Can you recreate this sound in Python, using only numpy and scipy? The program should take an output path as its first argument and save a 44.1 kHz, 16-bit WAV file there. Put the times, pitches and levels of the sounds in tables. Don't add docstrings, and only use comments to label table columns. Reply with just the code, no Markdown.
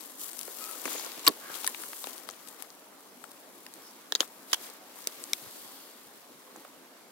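import sys
import numpy as np
from scipy import signal
from scipy.io import wavfile
from scipy.ndimage import uniform_filter1d

SR = 44100
rng = np.random.default_rng(int(sys.argv[2]) if len(sys.argv) > 2 else 0)


def attenuation_scalar(level_db):
    decades = np.asarray(level_db, float) / 20
    return 10 ** decades


def wav_record(signal):
    frames = np.transpose(np.atleast_2d(signal))
    bounded = np.clip(frames, -1, 1)
    quanta = np.round(bounded * 32767).astype(np.int16)
    wavfile.write(sys.argv[1], SR, quanta)


N = 313630
RIGHT_LATE = 3
LEFT_RIGHT = np.array([[0.5], [-0.5]])

# frequency in Hz, density in dB per Hz.
CRACKLE = [(60, -77), (350, -28), (600, -11.5), (2430, -3.5), (3120, -3.5), (4430, 1), (5380, -0.5),
           (9820, -1.5), (11100, -3.5), (14900, -10.5), (16900, -17)]


def evened(x):
    return x / np.sqrt(np.mean(x ** 2) + 1e-20)


def read(points, hz):
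    f, value = np.transpose(points)
    return np.interp(np.log(hz + 1), np.log(f + 1), value)


def colour(x, spectrum):
    hz = abs(np.fft.fftfreq(2048, 1 / SR))
    log_gain = np.log(attenuation_scalar(np.maximum(read(spectrum, hz), -100)))
    taps = np.fft.ifft(np.exp(np.conj(signal.hilbert(log_gain)))).real[:1024]
    taps = taps.reshape((1,) * (x.ndim - 1) + (-1,))
    return signal.oaconvolve(x, taps, axes=-1)[..., :x.shape[-1]]


def resonate(x, hz, width_hz):
    turn = np.exp(2j * np.pi * np.cumsum(hz * np.ones(x.shape[-1])) / SR)
    r = np.exp(-np.pi * width_hz / SR)
    return 2 * (turn * signal.lfilter([1 - r], [1, -r], x / turn)).real


def highpass(x, hz, order):
    return signal.sosfilt(signal.butter(order, hz, btype="high", fs=SR, output="sos"), x)


def lowpass(x, hz, taps):
    return signal.oaconvolve(x, signal.firwin(taps, hz, window=("kaiser", 9), fs=SR)[None], "same")


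def add(mix, s, sound, peak_db, pan_db):
    part = mix[:, round(s * SR):][:, :sound.shape[1]]
    sound = sound * attenuation_scalar(LEFT_RIGHT * pan_db)
    peak = np.sqrt((sound ** 2).mean(0).max())
    part += (sound / peak * attenuation_scalar(peak_db + 3.0))[:, :part.shape[1]]


def pair(z, same):
    same = np.clip(same, 0, 1)
    return same * z[0] + np.sqrt(1 - same ** 2) * z[1:]


def motion():
    # time in seconds, motion in dB, weight on the straw in dB,
    # left-right difference in dB.
    restless = [(0, -48.5, -5, 11), (.16, -51, -5.5, 2), (.38, -46, -8.5, 9.5), (.8, -45.5, -2, 8.5),
                (1.1, -47.5, 6, 4.5), (1.37, -50.5, 2.5, 3), (1.7, -46.5, -2, 2.5), (2.04, -43.5, -13, 4.5),
                (2.26, -54.5, 3.5, 7), (2.9, -60.5, 1.5, 2), (3.6, -57.5, 0, 3.5), (4.05, -58.5, 4, 1.5),
                (4.45, -55.5, -2, 4.5), (4.8, -59.5, 5, 2), (5.2, -50, 3.5, 3), (5.62, -51.5, -1, 3.5),
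                (6.2, -59, 2, 2.5), (7.11, -65, 7, 0)]
    # start in seconds, length in seconds, more motion in dB,
    # more weight in dB, further left in dB.
    foot_shuffles = [(0.167, 0.16, 11.5, -11, 1), (0.435, 0.15, 1.5, -3, -4), (0.553, 0.28, 2.5, -1, 0.5),
                     (0.814, 0.3, 6.5, 3, 0.5), (1.228, 0.089, 2, 8, 5), (1.474, 0.27, 6.5, 1, 7),
                     (1.763, 0.12, 4.5, 0.5, 1.5), (2.027, 0.19, 1, 9.5, 1.5), (2.44, 0.15, 5, -6.5, 2.5),
                     (2.575, 0.1, 5, 0.5, 8), (3.19, 0.17, 2.5, -4, 6), (3.697, 0.34, 3.5, 0, -2),
                     (4.187, 0.085, 11.5, 4, 11), (4.469, 0.15, 9.5, 3, -3), (4.568, 0.23, 12, -0.5, -1),
                     (4.934, 0.15, 6.5, -6.5, 2), (5.203, 0.096, 0.5, -4, 0), (6.497, 0.3, 6, -3, -2)]
    rise = 0.31
    t = np.arange(N) / SR
    s, *columns = np.transpose(restless)
    out = np.array([np.interp(t, s, column) for column in columns])
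    for start, length, *more in foot_shuffles:
        swing = np.interp(t, start + length * np.array([0, rise, 1]), [0, 1, 0])
        out += np.outer(more, swing)
    return out


def grains(per_s, spread_db, clump_db, same, spectrum):
    clumps = attenuation_scalar(clump_db * evened(uniform_filter1d(rng.standard_normal(N), 300)))
    size = attenuation_scalar(spread_db * np.minimum(rng.exponential(1, (3, N)), 5))
    size = size * (rng.random((3, N)) < per_s / SR)
    slips = pair(size * rng.standard_normal((3, N)), same) * clumps
    return evened(colour(slips, spectrum))


def rustle():
    # frequency in Hz, density in dB per Hz.
    leaf_tone = [(1760, -30.5), (3000, -11), (4840, -9.5), (5990, -8.5), (7420, -5), (8030, -5),
                 (12600, -4), (16000, -8), (16500, -58)]
    stalk_tone = [(1200, -26.5), (2200, -5), (4000, -4), (6000, -7), (9000, -14)]
    bedding_tone = [(35, -77.5), (60, -62), (252, -6), (319, -1.5), (356, -3), (822, -5.5), (1160, -3.5),
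                    (1360, -7), (2220, -11), (2600, -25.5), (3380, -24), (5720, -120)]
    still_db, push_db = -56.5, -60.5
    leaf_db, weight_db, pan_db = motion()
    stalk_db = leaf_db + weight_db - 5
    bedding_db = push_db + 0.78 * (leaf_db - still_db) + 0.52 * weight_db
    side = LEFT_RIGHT * pan_db
    leaves = attenuation_scalar(leaf_db + side) * grains(7000, 3.04, 1.26, 0.49, leaf_tone)
    stalks = attenuation_scalar(stalk_db + 0.66 * side) * grains(3500, 0.79, 1.4, 0.25, stalk_tone)
    bedding = attenuation_scalar(bedding_db + side) * grains(3000, 2.15, 1.44, 0.71, bedding_tone)
    return leaves + stalks + bedding


def snap(hz, broad_db, break_ms, tail_db, tail_ms, crackle):
    ms = np.arange(2600) * 1000 / SR
    burst = ms / break_ms * np.exp(-ms / break_ms * 2)
    direct = pair(rng.standard_normal((3, len(ms))), 0.44) * burst
    first, click = np.argmax(burst), np.linalg.norm(burst) / (1 + break_ms)
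    direct[0, first] += 1.18 * click
    direct[1, first + rng.integers(6)] += 0.89 * click
    scatter = resonate(pair(rng.standard_normal((3, len(ms))), 0.54), 2500, 7000)
    tail = attenuation_scalar(tail_db - 60 * ms / tail_ms) * (1 - np.exp(-ms / 1.3))
    drive = direct + scatter * tail
    ring = resonate(drive, hz, hz / (4.7 + 1.7 * break_ms))
    ring = resonate(ring, hz, 1.1 * hz)
    return evened(ring) + attenuation_scalar(broad_db) * evened(colour(drive, crackle))


def stem_cracks():
    # start in seconds, peak in dB, ring in Hz,
    # length of the break in ms, left-right difference in dB.
    ringing = [
        (.412, -20, 10800, .42, 15),
        (1.2763, -7, 4470, 0.51, 0.5),
        (1.2777, -17, 4320, 1.6, -6),
        (1.2824, -18, 12600, 0.84, -4),
        (1.2834, -22, 9000, 1.7, 9),
        (1.6749, -15.5, 10700, 1.4, 0),
        (2.0411, -22.5, 3650, 0.33, 15),
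        (4.5402, -18.5, 10100, 1.2, -4),
    ]
    shattering = [(.0075, -28, 12100, .4, 9), (.391, -18.5, 10390, 0.45, 26), (.853, -25, 2640, 2.8, 9),
                  (1.2645, -14.5, 2930, 4.0, 1), (1.2695, -22, 3960, 3.2, -6),
                  (1.291, -19.5, 4560, .34, 11), (1.6447, -15.5, 4220, 0.39, 24),
                  (1.6644, -20, 8800, 2.5, 17), (2.2886, -24.5, 3800, .49, 14),
                  (4.5293, -25, 11900, 0.85, -2), (5.0716, -14, 8400, 0.8, -2),
                  (5.3322, -12.5, 3700, 0.83, 6.5)]
    out = np.zeros((2, N))
    for stems, broad_db in ((ringing, -6), (shattering, 6)):
        for s, db, hz, break_ms, pan_db in stems:
            add(out, s + 0.00064, snap(hz, broad_db, break_ms, -31.5, 39, CRACKLE), db, pan_db)
    return out


def slat_cracks():
    # start in seconds, peak in dB, ring in Hz, length of the break in ms,
    # left-right difference in dB.
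    breaks = [
        (4.1215, -17, 3770, 1.26, -3),
        (4.151, -13.5, 3860, 0.89, -1.5),
        (4.157, -23.5, 4750, 1.5, -2),
        (4.2049, -11, 3260, 1.04, -1),
        (4.2108, -32, 3620, 1.6, -10),
        (4.215, -41, 3480, 7.5, 0),
        (4.53, -12, 3200, 3.4, -6),
        (4.5416, -21.5, 3180, 3.2, 1),
    ]
    # frequency in Hz, density in dB per Hz.
    splinter = [(60, -97), (300, -16), (600, -9), (1710, -5.5), (2390, -20), (3120, -1), (4370, -3),
                (6830, -2.5), (7960, -11), (15800, -15), (16900, -54)]
    out = np.zeros((2, N))
    for s, db, hz, break_ms, pan_db in breaks:
        splinter_db = 14.5 + 0.7 * db
        add(out, s + 0.00055, snap(hz, splinter_db, break_ms, -31.5, 51, splinter), db, pan_db)
    return out


def ping(hz, swell_ms):
    ms = np.arange(3000) * 1000 / SR
    note = ms * np.exp(-ms / swell_ms) * np.sin(2 * np.pi * hz * ms / 1000)
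    return np.array([np.roll(note, shift=RIGHT_LATE), note])


def struck_notes():
    # start in seconds, peak in dB, frequency in Hz, swell in ms, left-
    # right difference in dB.
    struck = [(1.2767, -4.5, 4400, .2, 0), (1.278, -13, 4260, 0.4, 0), (1.2792, -20.5, 3600, .5, 4),
              (1.2828, -6, 12900, .22, 8.5), (1.2845, -27, 9170, 0.55, 0), (1.2785, -21, 8040, .6, 0),
              (1.277, -19, 6500, 0.21, 2), (1.2828, -20, 10300, .2, 0), (4.1222, -24.5, 3840, 0.58, -1),
              (4.1222, -26.5, 5200, .5, 0), (4.1514, -22, 3840, 0.69, 7), (4.1512, -26, 6750, 0.66, 2),
              (4.2054, -21.5, 3140, 0.63, 0), (4.2054, -23, 4800, 0.37, -9), (4.2052, -21.5, 5400, 0.54, -4),
              (4.2053, -25, 6800, 0.52, 2), (5.0716, -25, 6000, 0.43, 10), (5.072, -31.5, 3750, 0.52, 6),
              (5.2388, -34, 7500, .1, 11), (5.3329, -15.5, 5480, 0.3, 6), (5.333, -24, 3870, 0.71, 14),
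              (5.3332, -20, 8200, .2, -6), (5.3328, -26, 11000, 0.28, -4), (.8775, -33, 1800, 0.32, 9),
              (.8862, -35, 3400, .3, 7), (.962, -38, 2300, .4, 7), (1.9312, -38, 4400, .12, 7),
              (2.2888, -36, 5300, 0.14, 10), (6.562, -45.5, 6900, 0.37, -2), (1.6754, -16, 10670, .2, -2),
              (1.6765, -28, 4030, 0.32, 3), (2.3, -31, 6000, .12, 10), (1, -32.5, 5000, .3, 4),
              (4.5305, -28, 6660, .5, 0), (4.5195, -40, 3700, .4, 0), (5.31, -41, 12000, .1, 5),
              (5.756, -42, 13000, .1, 5), (1.7462, -34, 2340, .25, 12), (2.338, -42, 3500, 0.14, 11),
              (1.272, -31.5, 345, 7.0, -3), (1.27, -28, 1115, 5.8, 0), (1.6745, -33, 1800, 2.2, -1),
              (1.676, -39, 1044, 3.5, 2), (1.5, -38, 570, 0.75, 15), (2.2885, -44, 610, .8, 15),
              (4.122, -33, 1760, 1.4, 17), (4.152, -42, 450, 2.0, 5), (4.1225, -40, 430, 2.0, 5),
              (1.7465, -41, 1000, .6, 12), (1.836, -41, 1500, .4, 15), (1.9315, -41, 1300, .5, 5),
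              (4.206, -41, 326, 3.0, 3), (6.559, -45, 800, 1.5, 0), (5.3335, -27, 2280, .8, 5),
              (5.333, -27, 14500, .3, 0), (4.2055, -34, 568, 2.2, 2), (4.532, -35.5, 1010, 1.6, 5),
              (6.649, -43.5, 1210, 1, -1), (6.568, -51.5, 330, 6.4, 0)]
    out = np.zeros((2, N))
    for s, db, hz, swell_ms, pan_db in struck:
        add(out, s, ping(hz, swell_ms), db, pan_db)
    return out


def stalk_ticks():
    # start in seconds, peak in dB, left-right difference in dB.
    thin_stalks = [(.0495, -36, 1), (.193, -40, 3), (.2907, -26.5, 4), (.314, -31, 8), (.3444, -36, 9.5),
                   (0.4312, -24, 9.5), (.4549, -33, 8.5), (0.4774, -28, 6), (.586, -27, 7), (.712, -23, 19),
                   (.9044, -33, 10), (1.6123, -33, -2.5), (1.809, -33, 4), (1.8356, -29, 12),
                   (1.9165, -37, -4), (2.1066, -35, 2), (2.132, -28, 7), (2.18, -29, 18),
                   (2.4742, -32.5, 20), (2.6233, -22, 24), (2.7508, -37.5, 11), (3.173, -43, 10),
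                   (3.24, -31.5, 9), (3.3159, -34, 9), (4.277, -36, 12), (4.43, -41, 5.5),
                   (4.6997, -31, 14), (4.988, -30, 11), (5.6765, -37, 6.5), (6.562, -38, -5)]
    # start in seconds, peak in dB, ring in Hz, left-right difference in dB.
    thick_stalks = [(0.3314, -27.5, 8150, 10), (.6403, -24.5, 7990, 19), (0.8576, -22.5, 2170, 0),
                    (.9394, -32, 2820, 18), (0.997, -24, 5040, 7), (1.0473, -24, 7190, 12),
                    (1.0628, -27, 5200, 6), (1.1179, -27, 4740, 27), (1.1942, -28, 7660, 0),
                    (1.5419, -26.5, 3760, 15), (1.5513, -26, 3270, 22), (1.6915, -28, 7780, 7),
                    (1.7463, -32, 2850, 17), (1.931, -32, 2420, 9), (2.0704, -24, 2820, 11),
                    (2.3097, -32, 6700, 15), (2.7029, -33, 7200, 13), (3.6651, -32, 4950, 2),
                    (3.7382, -29, 8590, 20), (4.245, -37, 7000, 6), (4.6404, -40, 5170, 5),
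                    (5.0414, -35, 5650, 4.5), (5.239, -21.5, 7960, 3.5), (2.486, -28.5, 9000, 12),
                    (4.6125, -34, 11500, 7), (1.634, -29, 4000, 8)]
    thin_rung = [(s, db, 10300 * (1 + 0.15 * rng.uniform(-1.9, 1)), pan_db) for s, db, pan_db in thin_stalks]
    out = np.zeros((2, N))
    for s, db, hz, pan_db in [*thin_rung, *thick_stalks]:
        add(out, s + 0.0006, snap(hz, 0.99, 0.3, -31, 26, CRACKLE), db, pan_db)
    return out


def knock(hz, t60_ms):
    ms = np.arange(4000) * 1000 / SR
    swell = attenuation_scalar(-60 * ms / t60_ms) * (1 - np.exp(-ms / 0.43))
    puff = pair(rng.standard_normal((3, len(ms))), 0.51) * swell
    puff[:, 12] += 0.63 * np.linalg.norm(puff[0])
    ring = resonate(resonate(puff, hz, 0.62 * hz), hz, 2.5 * hz)
    return highpass(ring, 0.8 * hz, 2)


def footfalls():
    # start in seconds, peak in dB, ring in Hz, left-right difference in dB.
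    dull = [(0.478, -37, 407, 0), (.853, -27.5, 1130, 10), (.876, -31, 790, 10), (0.916, -36, 1130, 5),
            (.994, -35, 750, 16), (1.062, -38, 373, -1), (1.177, -40.5, 277, -4), (1.642, -26, 800, 21),
            (1.677, -36, 1030, -2), (1.744, -29, 1760, 20), (1.834, -34, 1260, 25), (1.93, -38, 1230, 2),
            (2.04, -29.5, 595, 25), (2.069, -33, 457, 20), (2.287, -30.5, 1170, 21), (3.238, -33, 980, 22),
            (3.662, -37, 1580, 25), (4.1205, -28, 724, 51), (4.152, -27.5, 1680, 19), (4.204, -31, 477, 1),
            (4.542, -33, 1180, 17), (5.069, -32.5, 397, 15), (5.579, -49, 291, -2), (6.169, -52, 290, -4),
            (6.556, -44, 673, 3)]
    # start in seconds, peak in dB, ring in Hz,
    # decay by 60 dB in ms, left-right difference in dB.
    bodies = [(.853, -33, 322, 150, -4), (1.267, -22, 1998, 40, 13), (1.273, -29, 360, 97, -6),
              (1.2762, -20, 1140, 48, 26), (1.28, -25.5, 283, 83, -2), (4.207, -33.5, 1050, 62, 18),
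              (4.2271, -31, 900, 7.7, 18), (4.528, -24, 1210, 14, 13), (5.42, -52, 131, 73, 9),
              (5.46, -52, 107, 45, 24), (5.649, -58, 131, 65.0, 12), (6.06, -64, 80, 80.0, 8),
              (6.6467, -43.5, 556, 20, -3), (6.648, -51, 1250, 17, 3)]
    out = np.zeros((2, N))
    for s, db, hz, pan_db in dull:
        add(out, s + 0.002387, knock(hz, 9), db, pan_db)
    for s, db, hz, t60_ms, pan_db in bodies:
        add(out, s + 0.002363, knock(hz, t60_ms), db, pan_db)
    return out


def rubs():
    # start in seconds, end in seconds, frequency in Hz,
    # width in Hz, level in dB.
    dragged = [
        (0.857, 1.08, 6750, 800, -46),
        (1.24, 1.275, 7850, 600, -39),
        (1.262, 1.292, 1074, 110, -26),
        (1.35, 1.65, 1300, 860, -48.5),
        (5.304, 6.16, 3300, 960, -61),
        (5.3, 6.18, 4600, 1200, -59.5),
        (3.797, 3.95, 5300, 1200, -56),
        (4.489, 4.616, 3260, 300, -57),
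        (1.672, 1.688, 1900, 250, -48),
               (.857, .868, 6700, 500, -38), (.895, .91, 6200, 600, -45), (.975, .99, 6900, 500, -41),
               (1.035, 1.065, 6800, 600, -45), (1.04, 1.085, 1160, 250, -46.5), (.94, .97, 447, 250, -44.5),
               (5.1, 6.1, 13000, 6000, -55), (5.15, 5.95, 8500, 5000, -56), (5.25, 5.7, 4200, 1500, -60),
               (.62, .665, 2500, 120, -56), (.57, .77, 1270, 200, -55)]
    out = np.zeros((2, N))
    for start, end, hz, width_hz, db in dragged:
        z = pair(rng.standard_normal((3, SR)), 0.6)[:, :round((end - start) * SR)]
        band = evened(resonate(resonate(z, hz, width_hz), hz, width_hz))
        out[:, round(start * SR):][:, :z.shape[1]] += attenuation_scalar(db) * band * np.hanning(z.shape[1])
    return out


def creak(path, throb, wobble):
    s, hz, db = np.transpose(path)
    t = np.arange(N) / SR
    waver, rough = (evened(uniform_filter1d(row, 200)) for row in rng.standard_normal((2, N)))
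    turns = np.cumsum(np.interp(t, s, hz) * (1 + wobble * waver)) / SR
    level = attenuation_scalar(np.interp(t, s, db, -120, -120) + 3.1 * rough)
    level = level * (1 - throb + throb * np.cos(2 * np.pi * 52 * t))
    tone = level * np.sin(2 * np.pi * turns) + 64.0 * level ** 2 * np.sin(3.9 * np.pi * turns)
    return tone * attenuation_scalar(3 * LEFT_RIGHT)


def slat_creaks():
    # time in seconds, pitch in Hz, level in dB.
    soft_creak = [
        (.55, 1220, -66),
        (.59, 1233, -56),
        (.635, 1285, -44.5),
        (.67, 1289, -49.5),
        (.7, 1310, -48.5),
        (.74, 1280, -50),
        (.78, 1270, -62),
    ]
    groan = [
        (1.41, 1560, -62),
        (1.435, 1600, -45),
        (1.47, 1600, -51),
        (1.51, 1600, -47),
        (1.54, 1510, -53),
        (1.58, 1470, -62),
    ]
    return creak(soft_creak, 0.2, 0.03) + creak(groan, 0.77, 0.012)


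def field():
    # frequency in Hz, density in dB per Hz.
    hum_tone = [(15, -57), (25, -33), (44, -43), (96, -25), (144, -15), (260, 1), (340, -2.5), (523, -4),
                (997, -6), (2420, -15.5), (5010, -18), (11800, -20.5), (15500, -25.5)]
    # frequency in Hz, likeness from 0 to 1.
    likeness = [(60, 0.78), (180, 0.76), (550, 0.84), (1650, 0.2), (4970, 0.021), (15000, 0.044)]
    frames, hz = N // 256 + 5, np.fft.rfftfreq(1024, 1 / SR)
    a, b, c, d, patches = rng.standard_normal((frames, 513, 5)).T
    patches = evened(uniform_filter1d(uniform_filter1d(patches, 10, 0), 12, 1))
    same = np.clip(read(likeness, hz), -1, 1)[:, None]
    left = a + 1j * b
    right = same * left + np.sqrt(1 - same ** 2) * (c + 1j * d)
    z = np.array([left, right]) * attenuation_scalar(read(hum_tone, hz)[:, None] + 2.2 * patches)
    hum = evened(signal.istft(z, nperseg=1024, noverlap=768)[1][:, :N])
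    whine = attenuation_scalar(-71.0) * np.sin(2 * np.pi * 11721.0 * np.arange(N) / SR)
    return attenuation_scalar(-55.5) * hum + whine


def scene():
    loud = stem_cracks() + slat_cracks() + struck_notes()
    loud = highpass(loud, 120, 4)
    soft = rustle() + stalk_ticks() + footfalls() + rubs() + slat_creaks() + field()
    return loud + lowpass(soft, 15870, 511)


def top_cut(x):
    return signal.sosfilt(signal.butter(12, 17090, fs=SR, output="sos"), x)


def record(dry):
    late = np.array([dry[0], np.roll(dry[1], shift=RIGHT_LATE)])
    mix = lowpass(highpass(late, 90, 2), 16950, 255)
    return top_cut(np.clip(mix, -1, 1))


dry = scene()
out = record(dry)
wav_record(out)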